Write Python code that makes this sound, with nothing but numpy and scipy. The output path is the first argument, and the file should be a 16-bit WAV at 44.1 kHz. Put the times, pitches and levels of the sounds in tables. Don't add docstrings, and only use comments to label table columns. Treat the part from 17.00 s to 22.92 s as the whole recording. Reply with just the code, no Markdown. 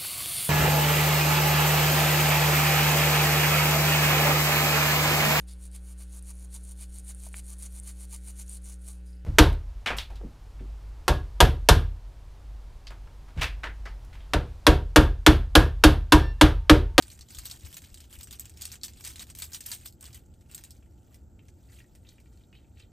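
import sys
import numpy as np
from scipy import signal
from scipy.fft import rfft, irfft, next_fast_len
from scipy.io import wavfile
from scipy.ndimage import uniform_filter1d, map_coordinates

SR = 44100
rng = np.random.default_rng(int(sys.argv[2]) if len(sys.argv) > 2 else 0)


def wrap_up_sound(samples):
    columns = np.atleast_2d(samples).T
    tamed = np.clip(columns, -1, 1)
    steps = np.round(tamed * 32767).astype(np.int16)
    wavfile.write(sys.argv[1], SR, steps)


N = 261057
HZ = np.fft.rfftfreq(next_fast_len(N + 8192), 1 / SR)

# f/Hz, width/Hz, level/dB
CUP_MODES = [(1490, 110, -13), (1964, 120, -0.5), (2390, 150, -3), (2632, 180, -1), (3077, 180, -2),
             (3710, 290, 0.5), (4430, 260, -9)]


def amp(db):
    return 10 ** (np.asarray(db) / 20)


def unit(x):
    return x / np.sqrt(np.mean(x ** 2) + 1e-20)


def along(points):
    f, v = np.transpose(points)
    return np.interp(np.log(HZ + 1), np.log(f + 1), v)


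def filtered(x, response):
    size = 2 * (len(HZ) - 1)
    return irfft(rfft(x, size) * response, size)[..., :N]


def wobble(rate):
    knots = rng.standard_normal(int(N * rate / SR) + 4)
    return map_coordinates(knots, [np.arange(N) * rate / SR])


def snaps():
    # t/s, middle drive/dB, body re middle/dB, edge re middle/dB, panel f/Hz
    creases = [(0.0239, -33.5, -8, -2.5, 4520), (0.0792, -49, -12, -7, 7400), (0.1018, -38, -9, -4, 4510),
               (0.1907, -43, -5, -3, 7100), (0.2092, -35.5, -16, -9.5, 4620),
               (0.2863, -42.5, -10, -7.5, 7180), (0.3047, -42, -11, -5, 7900),
               (0.3478, -33.5, -17, -5, 3380), (0.3859, -30.5, -8, 0, 4600), (0.4548, -28.5, -7.5, 0, 8600),
               (0.471, -39, -13, -5, 6890), (0.4979, -35, -17, -5, 3370), (0.5117, -30.5, -13.5, -4, 3700),
               (0.608, -46, -10, -7.5, 6900), (0.6489, -41, -10, -4, 3750), (0.7276, -38, -13, 1, 3210),
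               (0.7428, -33, -13, 1, 7830), (0.7683, -29.5, -7, -1.5, 6840), (0.8195, -41, -6, -4, 7500),
               (0.943, -37.5, -9.5, -2, 8760), (0.9738, -42, -10, -2, 3420),
               (1.0038, -38.5, -9.5, -4, 8230), (1.041, -46, -7, -8.5, 3180), (1.1278, -38, -9, 0, 3020),
               (1.188, -42, -13, 2, 8500), (1.2098, -37, -11, -1, 4480), (1.231, -32, -16, -0.5, 7750),
               (1.272, -42, -6, -4, 5740), (1.3094, -35.5, -6.5, 0, 3330), (1.327, -35.5, -19, 1.5, 4620),
               (1.3962, -30, -12.5, 5, 7620), (1.4554, -38.5, -7.5, -2, 7500), (1.496, -41.5, -9, -2, 8000),
               (1.5723, -40.5, -10, 0, 5500), (1.6112, -32, -12, -2.5, 8700),
               (1.6195, -26.5, -12, -3, 6920), (1.6535, -28, -10, -3, 5430),
               (1.717, -32.5, -13, -3.5, 5580), (1.7554, -37.5, -6, -6, 7330),
               (1.8133, -43, -16.5, -25, 4580), (1.8336, -22.5, -22.5, -4, 4660),
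               (1.8818, -36, -3, -20.5, 4470), (1.9349, -43.5, -12, -8, 7330),
               (1.9794, -49.5, -13, -12, 3500), (2.0085, -41, -6.5, 3, 5500),
               (2.0414, -34.5, -15, -5, 4520), (2.0491, -31, -9, -4, 7660), (2.0764, -32, -15, -3, 5730),
               (2.1584, -32.5, -6, -7, 8430), (2.1946, -27.5, -16, -11, 3810),
               (2.2686, -48, -0.5, -2, 7150), (2.301, -35, -10, -7, 8200), (2.3505, -35, -13, -0.5, 8720),
               (2.3875, -32, -15, 1, 8340), (2.4212, -24.5, -8.5, -3, 7630), (2.5191, -40, -13, 0, 4600),
               (2.5328, -29.5, -13, -6, 4570), (2.5458, -25.5, -15.5, -2.5, 5680),
               (2.6061, -31, -7.5, 0, 8500), (2.6379, -46, -19, -9, 8690), (2.662, -28, -15.5, 2.5, 8560),
               (2.7161, -25, -17.5, -0.5, 4620), (2.7492, -36.5, -14, 5, 8700),
               (2.8109, -48.5, -6, -2, 8900), (2.9247, -49.5, -18.5, 4.5, 4560),
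               (3.0092, -43.5, -16, 8, 8440), (3.0416, -40, -7, 0, 8800), (3.0543, -38, -20, -8, 4610),
               (3.1298, -42, -13, -5, 4580), (3.1452, -39, -18, 4.5, 6580), (3.3393, -53, -10, -7, 8270),
               (3.4094, -54, -3, -2, 7740), (3.5136, -42, -5, 1, 7470), (3.5466, -34, -15, 7, 8480),
               (3.5788, -38.5, -4.5, -3, 6270), (3.6382, -37.5, -5, 3.5, 6850),
               (3.707, -38.5, -37, -0.5, 5240), (3.7663, -54, -13, -5, 7490), (4.144, -47.5, -8, 2, 5730),
               (4.4837, -49.5, -1, -5, 6060), (4.9511, -48.5, -7, 1, 8440),
               (5.0886, -43.5, -12.5, -18, 3970), (5.201, -52.5, -16, 0, 2550),
               (5.3283, -58, -15, -2, 8110), (5.3737, -57, -4, -5, 3900), (5.7977, -49, -13, -10, 2570)]
    crackle_t60 = 0.086
    t = np.arange(SR // 5) / SR
    crack = np.zeros((3, N + len(t)))
    tail = np.zeros((3, N + len(t)))
    panel = np.zeros((2, N + len(t)))
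    rise = 1 - np.exp(-t / .0004)
    for s, db, body_db, edge_db, hz in creases:
        at = slice(round(s * SR), round(s * SR) + len(t))
        gains = amp(db + np.array([[0], [body_db], [edge_db]]))
        crack[:, at] += gains * rise * amp(-60 * t / 0.0045)
        tail[:, at] += gains * rise * amp(-14.5 - 60 * t / crackle_t60)
        ring_decay = amp(-60 * t / 0.011) + amp(-11.5 - 60 * t / crackle_t60)
        panel[:, at] += amp(db - 6.0) * rise * ring_decay * ringing(hz, 360, t)
    buckles = crinkle(per_s=330, spread_db=1, life_s=0.013, hush=1.0)
    crack_noise = crack[:, None, :N] * rng.standard_normal((2, N))
    return film(crack_noise + tail[:, None, :N] * buckles) + panel[:, :N]


def rustle():
    # peak t/s, middle drive/dB, swell over 20 dB/s, fade over 20 dB/s,
    # body re middle/dB, edge re middle/dB; swells and fades below 5 ms (or negative) act as 5 ms
    squeezes = [(0.13, -61, 0.64, 0.1, -3.5, -0.5), (0.32, -54, 0.04, 0.5, -7.5, -2.5),
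                (0.454, -51, 0.02, 0.09, -4, 4), (0.54, -55.5, 0.22, 0.06, -2, -3.5),
                (0.625, -65, -0.04, .1, -2, -2), (0.675, -54.5, .06, .06, -2, 1.5),
                (0.77, -63, 0.03, .05, 1, 6), (0.838, -58, -0.03, 0.13, -2, -3.5),
                (0.98, -61.5, -1.07, -0.75, -4, 4), (1.14, -57.5, .06, 0.1, -1, 4),
                (1.24, -62, 0.27, -0.44, -0.5, 1), (1.335, -57, .04, 0.11, -2.5, -2),
                (1.421, -63.5, .04, .4, -5, -7), (1.614, -52.5, 0.05, 0.14, -5, -6),
                (1.742, -50, 0.1, 0.02, -5.5, -1.5), (1.841, -44.5, 0.01, 0.056, -6.5, 1),
                (2.011, -59.5, 0.1, -0.6, 1.5, 1.5), (2.055, -47, .03, 0.13, -4.5, 0.5),
                (2.227, -47.5, 0.07, 0.02, -2.5, 0), (2.309, -56, 0.04, -0.05, -2, 0),
                (2.401, -49, 0.04, 0.03, -4.5, 3), (2.44, -45, 0.05, 0.0371, -7, 3),
                (2.552, -48.5, .05, 0.0369, -3, 4.5), (2.691, -48.5, 0.08, 0.04, -5.5, 0),
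                (2.73, -43, 0.05, .06, -8, 1), (2.84, -59.5, .06, .03, -3.5, 1.5),
                (2.86, -43, .01, .03, -8, 4), (3.025, -62, .015, .1, 0, 3.5), (3.07, -58, 0.07, .06, 2, 0),
                (3.152, -57, .04, 0.0647, -2, 3), (3.539, -61.5, 0.07, 0.2447, -0.5, 1.5),
                (3.65, -73, 0, 0.07, 3, 7), (4.141, -73, 0.12, 0.06, 2, 5), (4.5, -79.5, 0.13, 0, 0, 1.5),
                (4.72, -69, 0, 0.17, 0, -2), (4.8, -65, 0.25, 0.04, -4, 0), (5.09, -70, .05, 0.12, 5, 0),
                (5.42, -81, 0.3, 0, 6, -3), (5.545, -85, .015, 0.22, 15, 1), (5.795, -70, .05, .08, 9, -4)]
    # t/s, middle drive/dB
    slide = [(0, -74), (2.8, -79), (3.0, -92), (3.4, -83), (3.76, -79), (3.92, -84), (4.05, -79),
             (4.25, -90), (4.9, -79.5), (5.3, -81), (5.92, -89)]
    slide_body_db, slide_edge_db = -5, 0
    on_paper_s = 4.55
    at_cup_s = 5
    t = np.arange(N) / SR
    slide_db = np.interp(t, *np.transpose(slide))
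    power = amp(2 * (slide_db + np.array([[0], [slide_body_db], [slide_edge_db]])))
    for s, db, swell_s, fade_s, body_db, edge_db in squeezes:
        before = (s - t) / max(swell_s, .005)
        after = (t - s) / max(fade_s, .005)
        level_db = db - 20 * np.where(t < s, before, after)
        power = power + amp(2 * level_db) * amp(2 * np.array([[0], [body_db], [edge_db]]))

    clumps = amp(0.96 * wobble(33))
    foil = unit(clumps * crinkle(per_s=250, spread_db=6.0, life_s=0.024, hush=0.98))
    paper = crinkle(per_s=400, spread_db=3, life_s=0.02, hush=2.5)
    drives = np.sqrt(power)[:, None] * np.where(t > on_paper_s, paper, foil)
    middle, body, edge = drives

    held = t > at_cup_s
    wall = 0
    for k, (mode, width, gain_db) in enumerate(CUP_MODES):
        resonance = 1j * HZ * width / (mode ** 2 - HZ ** 2 + 1j * HZ * width)
        wall = wall + amp(gain_db) * resonance * (-1) ** k
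    cup = filtered(body * held, wall / np.sqrt(np.mean(np.abs(wall) ** 2)))
    return film([middle, body * (1 - 0.65 * held), edge]) + cup


def film(ranges):
    # f/Hz, relative spectral level/dB
    colour = [(300, -31), (750, -19), (1200, -16), (2200, -11), (3300, -2.5), (4600, 1), (6000, 1.5),
              (7500, 5.5), (9000, 11), (10000, 7), (12500, 4.5), (14800, 4), (15900, -7), (16250, -46)]
    body = 1 / (1 + (HZ / 2800) ** 6)
    edge = 1 - 1 / (1 + (HZ / 8200) ** 10)
    shapes = amp(along(colour)) * np.array([1 - body - edge, body, edge])
    shapes = shapes / np.sqrt(np.mean(shapes ** 2, axis=1, keepdims=True))
    return sum(filtered(drive, shape) for drive, shape in zip(ranges, shapes))


def crinkle(per_s, spread_db, life_s, hush):
    at, size, length = rng.random((round(per_s * N / SR), 3)).T[..., None]
    t = np.arange(400) / SR
    strength = (size + 0.077) ** (-spread_db / 9.4)
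    fade = strength * amp(-60 * t / (life_s * (0.27 + length)))
    index = ((at * N).astype(int) + np.arange(len(t))).ravel()
    envelope = np.sqrt(np.bincount(index, (fade ** 2).ravel(), N + len(t))[:N])
    noise = (unit(envelope) + hush) * rng.standard_normal((2, N))
    return unit(patches(noise, depth_db=4))


def patches(x, depth_db):
    z = signal.stft(x, nperseg=128)[2]
    field = rng.standard_normal(z.shape[1:])
    field = uniform_filter1d(field, size=4, axis=0)
    field = uniform_filter1d(field, size=6, axis=1)
    return signal.istft(z * amp(depth_db * unit(field)), nperseg=128)[1][:, :N]


def ringing(hz, width_hz, t):
    drift = np.cumsum(rng.standard_normal((2, len(t))), axis=1) * np.sqrt(2 * np.pi * width_hz / SR)
    return np.sin(2 * np.pi * hz * t + drift)


def taps():
    # t/s, drive/dB, favoured f/Hz
    touches = [(3.8256, -50, 2450), (3.8613, -59.5, 1930), (4.1432, -48.5, 2210), (4.3924, -46.5, 2780),
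               (4.4842, -57, 3010), (4.6543, -59.5, 3980), (4.6817, -59.5, 2070), (4.698, -51, 1980),
               (4.7256, -49.5, 1900), (4.787, -47.5, 2340), (4.8033, -40.5, 2160), (4.8432, -51.5, 2000),
               (4.952, -49, 2100), (5.0496, -50, 2600), (5.069, -47, 3780), (5.1826, -45.5, 2340),
               (5.2586, -52, 2400), (5.328, -50, 1530), (5.4365, -52.5, 3870), (5.5285, -44, 2620),
               (5.5516, -41.5, 2970), (5.588, -54, 2600), (5.645, -57.5, 2600), (5.7722, -51, 2700),
               (5.8012, -40, 2600), (5.8343, -53, 2420)]
    cup_t60 = 0.083
    out, t = np.zeros((2, N + SR)), np.arange(SR // 5) / SR
    rise = 1 - np.exp(-t / .0004)
    shape = amp(-60 * t / 0.0047) + amp(-12.0 - 60 * t / cup_t60)
    for s, db, hz in touches:
        wall = 0
        for mode, width, gain_db in CUP_MODES:
            off_pitch_db = 40 * abs(np.log2(mode / hz))
            wall = wall + amp(gain_db - off_pitch_db) * ringing(mode, width, t)
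        out[:, round(s * SR):][:, :len(t)] += amp(db) * rise * shape * wall
    return out[:, :N]


def pushes():
    # t/s, level before a 9 dB lift and the envelope/dB, f/Hz
    thuds = [(0.201, -49.5, 73.5), (0.38, -41.5, 52), (0.638, -40, 74.3), (0.919, -49.5, 44),
             (1.178, -43.5, 66.6)]
    out, t = np.zeros((2, N + SR)), np.arange(SR // 4) / SR
    soft_start = 1 - np.exp(-t / 0.0056)
    for s, db, hz in thuds:
        thud = amp(db + 9.0 - 60 * t / 0.14) * soft_start * np.sin(2 * np.pi * hz * t)
        out[:, round(s * SR):][:, :len(t)] += thud * [[1], [2.5]]
    return out[:, :N]


def cabin(x):
    cabin_t60 = 0.067
    t, step = np.arange(SR // 5) / SR, SR // 5
    out = np.zeros((2, N + 2 * step))
    for start in range(0, N, step):
        tail = rng.standard_normal((2, len(t))) * amp(-60 * t / cabin_t60) * (t > .002)
        tail = tail / np.linalg.norm(tail[0])
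        wet = signal.fftconvolve(x[None, start:start + step], tail, axes=1)
        out[:, start:start + wet.shape[1]] += wet
    return out[:, :N]


def night():
    # f/Hz, relative spectral level/dB
    rumble_colour = [(12, -22), (20, -21), (42, -7), (69, 1.5), (125, -8), (149, -14.5), (215, -14.5),
                     (277, -18.5), (352, -18.5), (393, -25), (831, -33.5), (900, -31.5), (1170, -90),
                     (1980, -120)]
    # f/Hz, relative spectral level/dB
    hiss_colour = [(600, -7), (850, 2), (1080, -0.5), (1400, 8.5), (1700, -1.5), (3000, -9), (5300, -6.5),
                   (6400, -2), (7000, -1.5), (7500, 8), (8500, -5), (10000, -23), (12000, -7.5),
                   (15400, -5), (16000, -42)]
    rumble = unit(filtered(rng.standard_normal((2, N)), amp(along(rumble_colour))))
    hiss = unit(filtered(rng.standard_normal((2, N)), amp(along(hiss_colour))))
    return amp(-52.5 + 0.39 * wobble(3.5)) * rumble + amp(-77 + 0.4 * wobble(7.3)) * hiss


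def scene():
    # f/Hz, level/dB
    apart = [(30, -23.5), (200, -13.5), (400, -13), (700, -0.5), (1200, -3.5), (2000, -31), (3000, -7.5),
             (7000, -20), (8500, -3.5), (10000, -23), (11700, 0), (13300, -12), (14800, -12)]
    hands = snaps() + taps() + rustle()
    hands = hands + amp(-9.0) * cabin(hands[0])
    near = hands * amp([[0], [-2]])
    common, other = near + pushes() + night()
    other = filtered(other, amp(along(apart)))
    return np.array([common + other, common - other])


def record(dry):
    # f/Hz, phase/rad
    phase_lead = [(0, -.15), (600, -.1), (1900, 0), (3600, .5), (5300, 0), (5900, -.2), (6400, 0),
                  (7400, -.1), (8500, -1.2), (9400, -3), (10500, -3.3), (11600, -4.4), (12600, -6.1),
                  (14000, -6.4), (14700, -7), (15700, -9)]
    top_hz = 16500
    turn = np.exp(.5j * along(phase_lead) * np.array([[1], [-1]]))
    return filtered(dry, turn * (HZ < top_hz))


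dry = scene()
out = record(dry)
wrap_up_sound(out)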